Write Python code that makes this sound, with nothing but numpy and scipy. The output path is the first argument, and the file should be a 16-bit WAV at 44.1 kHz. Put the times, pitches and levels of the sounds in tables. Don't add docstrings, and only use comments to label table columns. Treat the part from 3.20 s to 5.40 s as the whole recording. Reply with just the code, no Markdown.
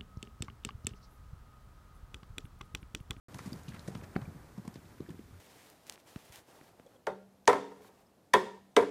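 import sys
import numpy as np
from scipy import signal
from scipy.fft import rfft, irfft
from scipy.io import wavfile
from scipy.ndimage import uniform_filter1d

SR = 44100
rng = np.random.default_rng(int(sys.argv[2]) if len(sys.argv) > 2 else 0)


def transcribe(signal):
    frames = np.atleast_2d(signal).T
    limited = np.clip(frames, -1, 1)
    pcm = np.round(limited * 32767).astype(np.int16)
    wavfile.write(sys.argv[1], SR, pcm)


def magnitude_from_level(level_db):
    exponent = np.asarray(level_db, float) / 20
    return 10 ** exponent


N = 97020

# (frequency [Hz], density [dB per Hz])
YARD_SPECTRUM = [(15, -5), (25, -21.5), (93, 1.5), (136, -4), (399, -12.5), (482, -23.5), (1530, -24.5),
                 (2920, -29.5), (15500, -36)]
# (time [s], level [dB])
SWING_LEVEL = [(.09, -65), (.5, -60), (.9, -60), (1.05, -53.5), (1.25, -57.5), (1.4, -75), (2.2, -67)]
# (time [s], level [dB])
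RUSTLE_LEVEL = [(.09, -57), (.2, -58), (.35, -58), (.55, -58), (.65, -57), (.8, -55), (1.0, -55),
                (1.3, -60), (2.2, -66)]
# (frequency [Hz], density [dB per Hz])
LITTER_SPECTRUM = [(120, 15.5), (270, 6.5), (410, 6.5), (600, 4), (1500, -1), (2450, -12), (2800, -26)]
# (time [s], level [dB])
DIRT_LEVEL = [(.09, -67), (.2, -59), (.26, -58), (.34, -60.5), (.42, -62), (.5, -63.5), (.56, -62.5),
              (.63, -64), (.78, -63.5), (.9, -73), (1.05, -67), (1.2, -74.5), (1.6, -72.5), (2.2, -85)]
# (frequency [Hz], density [dB per Hz])
DIRT_SPECTRUM = [(300, -11), (800, 5.5), (1500, 3), (2600, -3), (5000, -5), (9000, -7.5), (15000, -16)]
# (time [s], level [dB], length [ms], centre [Hz])
SCUFFS = [(.1445, -49.5, 1.7, 3040), (.198, -56.5, 16, 1720), (.196, -61, 4.7, 6500),
          (.547, -63, 4.4, 8500), (.4345, -58, 1.1, 6500), (.235, -65, 5.6, 4000), (.2595, -58, 2.4, 2000),
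          (.4835, -51, 3.9, 2770), (.505, -62.5, 10, 3170), (.523, -55.5, 7.2, 1690),
          (.5395, -57.5, 8.2, 2060), (.55, -62, 14, 3280), (.5665, -55.5, 7.3, 1790), (.5945, -51, 2, 4540),
          (.608, -66, 4, 4530), (.680, -50.5, 4.3, 1760), (.7525, -52, 5.3, 2660), (.8135, -56.5, 3, 2200),
          (.8385, -63, 5, 2130), (.93, -70, 3, 1840), (.958, -54, 8.1, 2200), (1.122, -67, 3, 1950),
          (1.3805, -56, 4.2, 710), (1.4793, -53.5, 2.3, 2110), (1.479, -55, 2.5, 8260),
          (1.557, -60, 1.5, 1930), (1.657, -68, 6, 3480), (1.682, -70, 3, 4300), (1.787, -64.5, 11, 1620),
          (1.806, -61.5, 2.5, 3750), (1.865, -67, 4, 1700), (1.893, -61, 4.6, 3600),
          (1.906, -57, 3.9, 1850), (1.913, -69, 2.4, 3500), (1.993, -64.5, 4.2, 2600),
          (2.142, -62.5, 6, 1070)]
# (time [s], level [dB], length [ms], centre [Hz])
CRUNCHES = [(0.1466, -50.5, 3.5, 6500), (0.1862, -50, 0.91, 6328.0), (0.1916, -55, 6.9, 4015.0),
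            (0.2615, -55, 3.8, 5560), (0.2737, -60.5, 9, 5711.0), (0.4343, -65, 1.1, 5907.0),
            (0.4848, -54.5, 2.5, 4120), (0.4909, -50, 1.3, 4920), (0.5483, -77, 2.2, 4887.0),
            (0.5945, -58, 2.3, 5000), (0.6805, -52, 6, 5760), (0.7515, -58, 5.9, 4170),
            (0.7758, -57, 1.1, 5759.0), (0.8387, -62, 11, 4575.0), (0.9635, -77, 3, 3468.0),
            (1.3811, -64.5, 6.4, 5400), (1.453, -64, 4, 5448.0), (1.4791, -55.5, 3.5, 4700),
            (1.5425, -56, 2.5, 4280), (1.5592, -59.5, 6.9, 3280), (1.8062, -72, 2.4, 4500),
            (1.8929, -67, 1.5, 4540), (1.9061, -62.5, 4, 6260),
            (.3217, -58, 1.8, 5000),
    (.3314, -54, 2.2, 9000),
    (.9656, -52, 4, 2100),
    (1.0172, -56, 3.3, 2200),
]
RINGING_THINGS = {"stick": (1090, -28.5, 5.9), "stick high": (2140, -35.5, 7.4),
                  "stone": (4850, -32.5, 7.5), "stone low": (3600, -45, 7.6),
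                  "hoof crack": (2160, -30.5, 13.3), "hoof wall": (767, -29.5, 37),
                  "hoof edge": (1460, -21.5, 4.2), "grit": (4510, -42, 11), "clod": (2350, -50, 30),
                  "sole": (376, -31.5, 42), "toe": (930, -37.5, 9.1), "heel": (700, -46, 16),
                  "toe on grass": (970, -43, 11), "chip": (4900, -49.5, 10), "shell": (1700, -50.5, 17)}
RINGING_TIMES = [.1913, .1914, .3306, .3310, .9618, .9622, .9632, .9645, 1.054, .9627, .1468, 1.3798,
                 1.4785, 1.5412, 1.8635]
# (time [s], peak [dB], pressure ramp [ms])
SLAPS = [
    (0.1922, -40, 0.25),
    (0.7527, -36.5, 1.2),
    (0.9636, -24, 1.08),
]
# (time [s], level [dB], length [ms], centre [Hz])
KNOCKS = [(0.148, -50, 1.15, 940), (0.1925, -53, 2.3, 1280), (0.4855, -57.5, 5.4, 1460),
          (0.5479, -53, 6.9, 1390), (0.7527, -48, 3.1, 1310), (0.842, -54.5, 7.9, 1490),
          (1.0216, -52, 5.9, 920), (1.3816, -58, 11, 750), (1.454, -55, 7.4, 900), (1.4795, -55.5, 3, 1020),
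          (1.559, -51.5, 1.4, 885), (1.8059, -55.5, 3, 830), (1.8937, -64, 1.5, 1195.0),
          (1.8975, -56, 3.6, 890), (1.9057, -68, 3.5, 1300)]
# (time of first crest [s], peak [dB], pitch [Hz], ring [cycles])
HOOF_THUDS = [(0.1468, -38.5, 150.0, 2.5), (0.156, -36, 150.0, 3.6), (0.2066, -39, 143.0, 1.3),
              (0.2608, -35, 217, 3.4), (0.2761, -31.5, 175, 1.5), (0.3066, -48, 150, 1.2),
              (0.3229, -29.5, 200, 1.27), (0.339, -38.5, 217, 2.4), (0.3598, -41.5, 153.0, 3),
              (0.4703, -46, 157, 1), (0.4836, -35.5, 155, 3.6), (0.4993, -41.5, 159, 1.3),
              (0.5178, -45, 150.0, 1.7), (0.536, -46, 180, 1.3), (0.5422, -39, 200, 2.2),
              (0.592, -41, 152.0, 0.9), (0.6812, -29, 155, 2.2), (0.6848, -30, 413, 1.26),
              (0.7056, -63, 126, 2.4), (0.7168, -39, 135, 1.3), (0.7533, -30.5, 180, 1.4),
              (0.7806, -37.5, 156, 0.74), (0.8229, -37, 222, 0.47),
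              (0.9576, -33, 170, 1.1), (0.9628, -25, 175, 1.2), (0.9796, -33, 166, 0.98),
               (1.0199, -34, 132, 4.3), (1.0775, -34.5, 150.0, 2), (1.085, -34, 144, 0.17),
               (1.1494, -41.5, 172, 1.5), (1.1606, -40, 143, 5.1), (1.3797, -34, 199, 3.3),
               (1.3943, -37, 168, 3.1), (1.452, -39.5, 233, 1.4), (1.4787, -31, 203, 2.3),
               (1.558, -34, 242, 0.74), (1.8027, -39, 290, 0.9), (1.8056, -28.5, 294, 1.27),
               (1.8508, -46, 240.0, 2.2), (1.888, -40.5, 357, 9.9), (1.9035, -30.5, 140, 0.78),
               (1.9446, -43.5, 233, 1.2), (1.9934, -36, 260, 1.3)]


def noise():
    return rng.standard_normal(N)


def unit(x):
    return x / np.sqrt(np.mean(x ** 2))


def resonance(x, hz, width_hz):
    return signal.lfilter(*signal.iirpeak(hz, hz / width_hz, fs=SR), x)


def double_resonance(x, hz, width_hz):
    return resonance(resonance(x, hz, width_hz), hz, width_hz)


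def colour(x, spectrum):
    hz, db = np.array(spectrum).T
    bins_hz = np.maximum(np.arange(N // 2 + 1) * SR / N, 1)
    gain = magnitude_from_level(np.interp(np.log(bins_hz), np.log(hz), db, left=-60))
    return unit(irfft(rfft(x) * gain, N))


def curve(points):
    return np.interp(np.arange(N) / SR, *np.array(points).T)


def walk(rate_hz):
    k = int(SR / rate_hz)
    held = np.repeat(rng.standard_normal(N // k + 1), k)
    return 1.3 * uniform_filter1d(uniform_filter1d(held, k), k)[:N]


def decay(t, t60_s):
    return np.exp(-np.log(1000) * t / t60_s)


def add(out, x, at_s):
    i = int(at_s * SR) - len(x) // 2
    out[i:i + len(x)] += x[:len(out) - i]


def yard():
    air = colour(noise(), YARD_SPECTRUM)
    bass = signal.sosfilt(signal.butter(2, 500, fs=SR, output="sos"), air)
    hiss = air - bass
    air = bass * magnitude_from_level(1.0 * walk(18)) + hiss
    hum_hz = 90 * (1 + .05 * walk(15))
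    hum = np.sin(2 * np.pi * np.cumsum(hum_hz) / SR) * magnitude_from_level(4.5 * walk(10.88))
    return magnitude_from_level(-57) * air + magnitude_from_level(-63) * hum


def swing():
    air = noise()
    buffeting = unit(double_resonance(air, 65, 48))
    sway = unit(double_resonance(air, 41.4, 41))
    return (buffeting + magnitude_from_level(-12) * sway) * magnitude_from_level(curve(SWING_LEVEL) + 2.5 * walk(11.7))


def rustle():
    return colour(noise(), LITTER_SPECTRUM) * magnitude_from_level(curve(RUSTLE_LEVEL) + 1.0 * walk(40.26))


def falling_dirt():
    GRAINS_PER_S, GRAIN_SPREAD_DB = 6000, 2.0
    lands = rng.random(N) < GRAINS_PER_S / SR
    weight = magnitude_from_level(GRAIN_SPREAD_DB * np.minimum(rng.exponential(size=N), 4))
    hits = lands * weight * noise()
    return colour(hits, DIRT_SPECTRUM) * magnitude_from_level(curve(DIRT_LEVEL) + 1.3 * walk(25))


def bursts(rows, q, spread_db):
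    SHARP_ATTACK, TAIL_LENGTHS, TAIL_DB = .4, 16, -15.5
    t, out = np.arange(-1024, 1024) / SR, np.zeros(N)
    for s, db, ms, hz in rows:
        grains = rng.standard_normal(2048) * magnitude_from_level(spread_db * rng.standard_normal(2048))
        width = ms / 1500
        from_peak = t + .5 * width
        side_width = width * np.where(from_peak < 0, SHARP_ATTACK, 1)
        core = np.exp(-.5 * (from_peak / side_width) ** 2)
        x = double_resonance(grains, hz, 1.5 * hz / q)
        x = x / np.sqrt(np.sum((x * core) ** 2) / np.sum(core ** 2))
        tail = (t > 0) * np.exp(-np.abs(t) / (TAIL_LENGTHS * width))
        add(out, magnitude_from_level(db) * x * (core + magnitude_from_level(TAIL_DB) * tail), s)
    return out


def struck_things():
    t, out = np.arange(-2048, 2048) / SR, np.zeros(N)
    after = np.maximum(t, 0)
    for s, (hz, db, t60_ms) in zip(RINGING_TIMES, RINGING_THINGS.values()):
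        onset = 1 - np.exp(-after / 0.00024)
        ring = np.sin(2 * np.pi * hz * after) * decay(after, t60_ms / 1000)
        add(out, magnitude_from_level(db) * onset * ring, s)
    return out


def slaps():
    t, out = np.arange(-2048, 2048) / SR, np.zeros(N)
    held = 1 / (1 + np.exp(np.clip(t / .00007, -50, 50)))
    for s, db, ms in SLAPS:
        ramps = t / (ms / 1000)
        push = np.clip(1 + ramps, 0, 1) ** 1.2 * held
        recoil = 0.73 * (1 - held) * np.exp(-(np.abs(ramps) / 4.4) ** 3)
        add(out, magnitude_from_level(db) * (push - recoil), s)
    return out


def thuds(rows):
    RISE_SHARE, CREST_CYCLES, SAG, OVERTONE_DB = .75, .33, 0.1, -23
    ROLL_DB, ROLL_HZ, ROLL_WIDTH_HZ, ROLL_T60_S = -13, 150, 180, 0.13
    t, hit, push = np.arange(-4096, 4096) / SR, np.zeros(N), np.zeros(N)
    after = np.maximum(t, 0)
    roll = (1 - np.exp(-(after / 0.0071) ** 2)) * decay(after, ROLL_T60_S)
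    for s, db, hz, ring in rows:
        cycles = t * hz
        late = np.maximum(cycles - CREST_CYCLES, 0)
        rise = RISE_SHARE * min(ring, 1.2)
        width = 0.34 * np.where(cycles < CREST_CYCLES, rise, ring)
        env = np.exp(-.5 * ((cycles - CREST_CYCLES) / width) ** 2)
        phase = 2 * np.pi * (cycles - SAG * late ** 2 / (1 + late))
        overtone = magnitude_from_level(OVERTONE_DB) * env * np.sin(2 * phase)
        add(hit, magnitude_from_level(db) * env * (np.cos(phase) + overtone), s)
        add(push, magnitude_from_level(db) * roll, s)
    soil = unit(double_resonance(noise(), ROLL_HZ, ROLL_WIDTH_HZ))
    return hit + magnitude_from_level(ROLL_DB) * push * soil


def scene():
    background = yard() + swing()
    ground = rustle() + falling_dirt() + bursts(SCUFFS, 2.32, 4.8)
    strikes = struck_things() + slaps() + thuds(HOOF_THUDS)
    bass_cut = signal.butter(2, 74, "high", fs=SR, output="sos")
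    hooves = signal.sosfiltfilt(bass_cut, strikes)
    hooves = hooves + bursts(KNOCKS, 1.9, 0.48) + bursts(CRUNCHES, 1.1, 7.0)
    return (background + ground + hooves)[None]


def low_pass(x):
    return signal.sosfilt(signal.butter(12, 15660, fs=SR, output="sos"), x)


def record(dry):
    START_S, FADE_S, TOP_HZ = .0838, 0.00032, 15540
    x = dry - 0.18 * resonance(dry, 2860, 240)
    x = signal.sosfilt(signal.ellip(12, .2, 70, TOP_HZ, fs=SR, output="sos"), x)
    x = x * np.clip((np.arange(N) / SR - START_S) / FADE_S, 0, 1)
    return low_pass(x)


dry = scene()
out = record(dry)
transcribe(out)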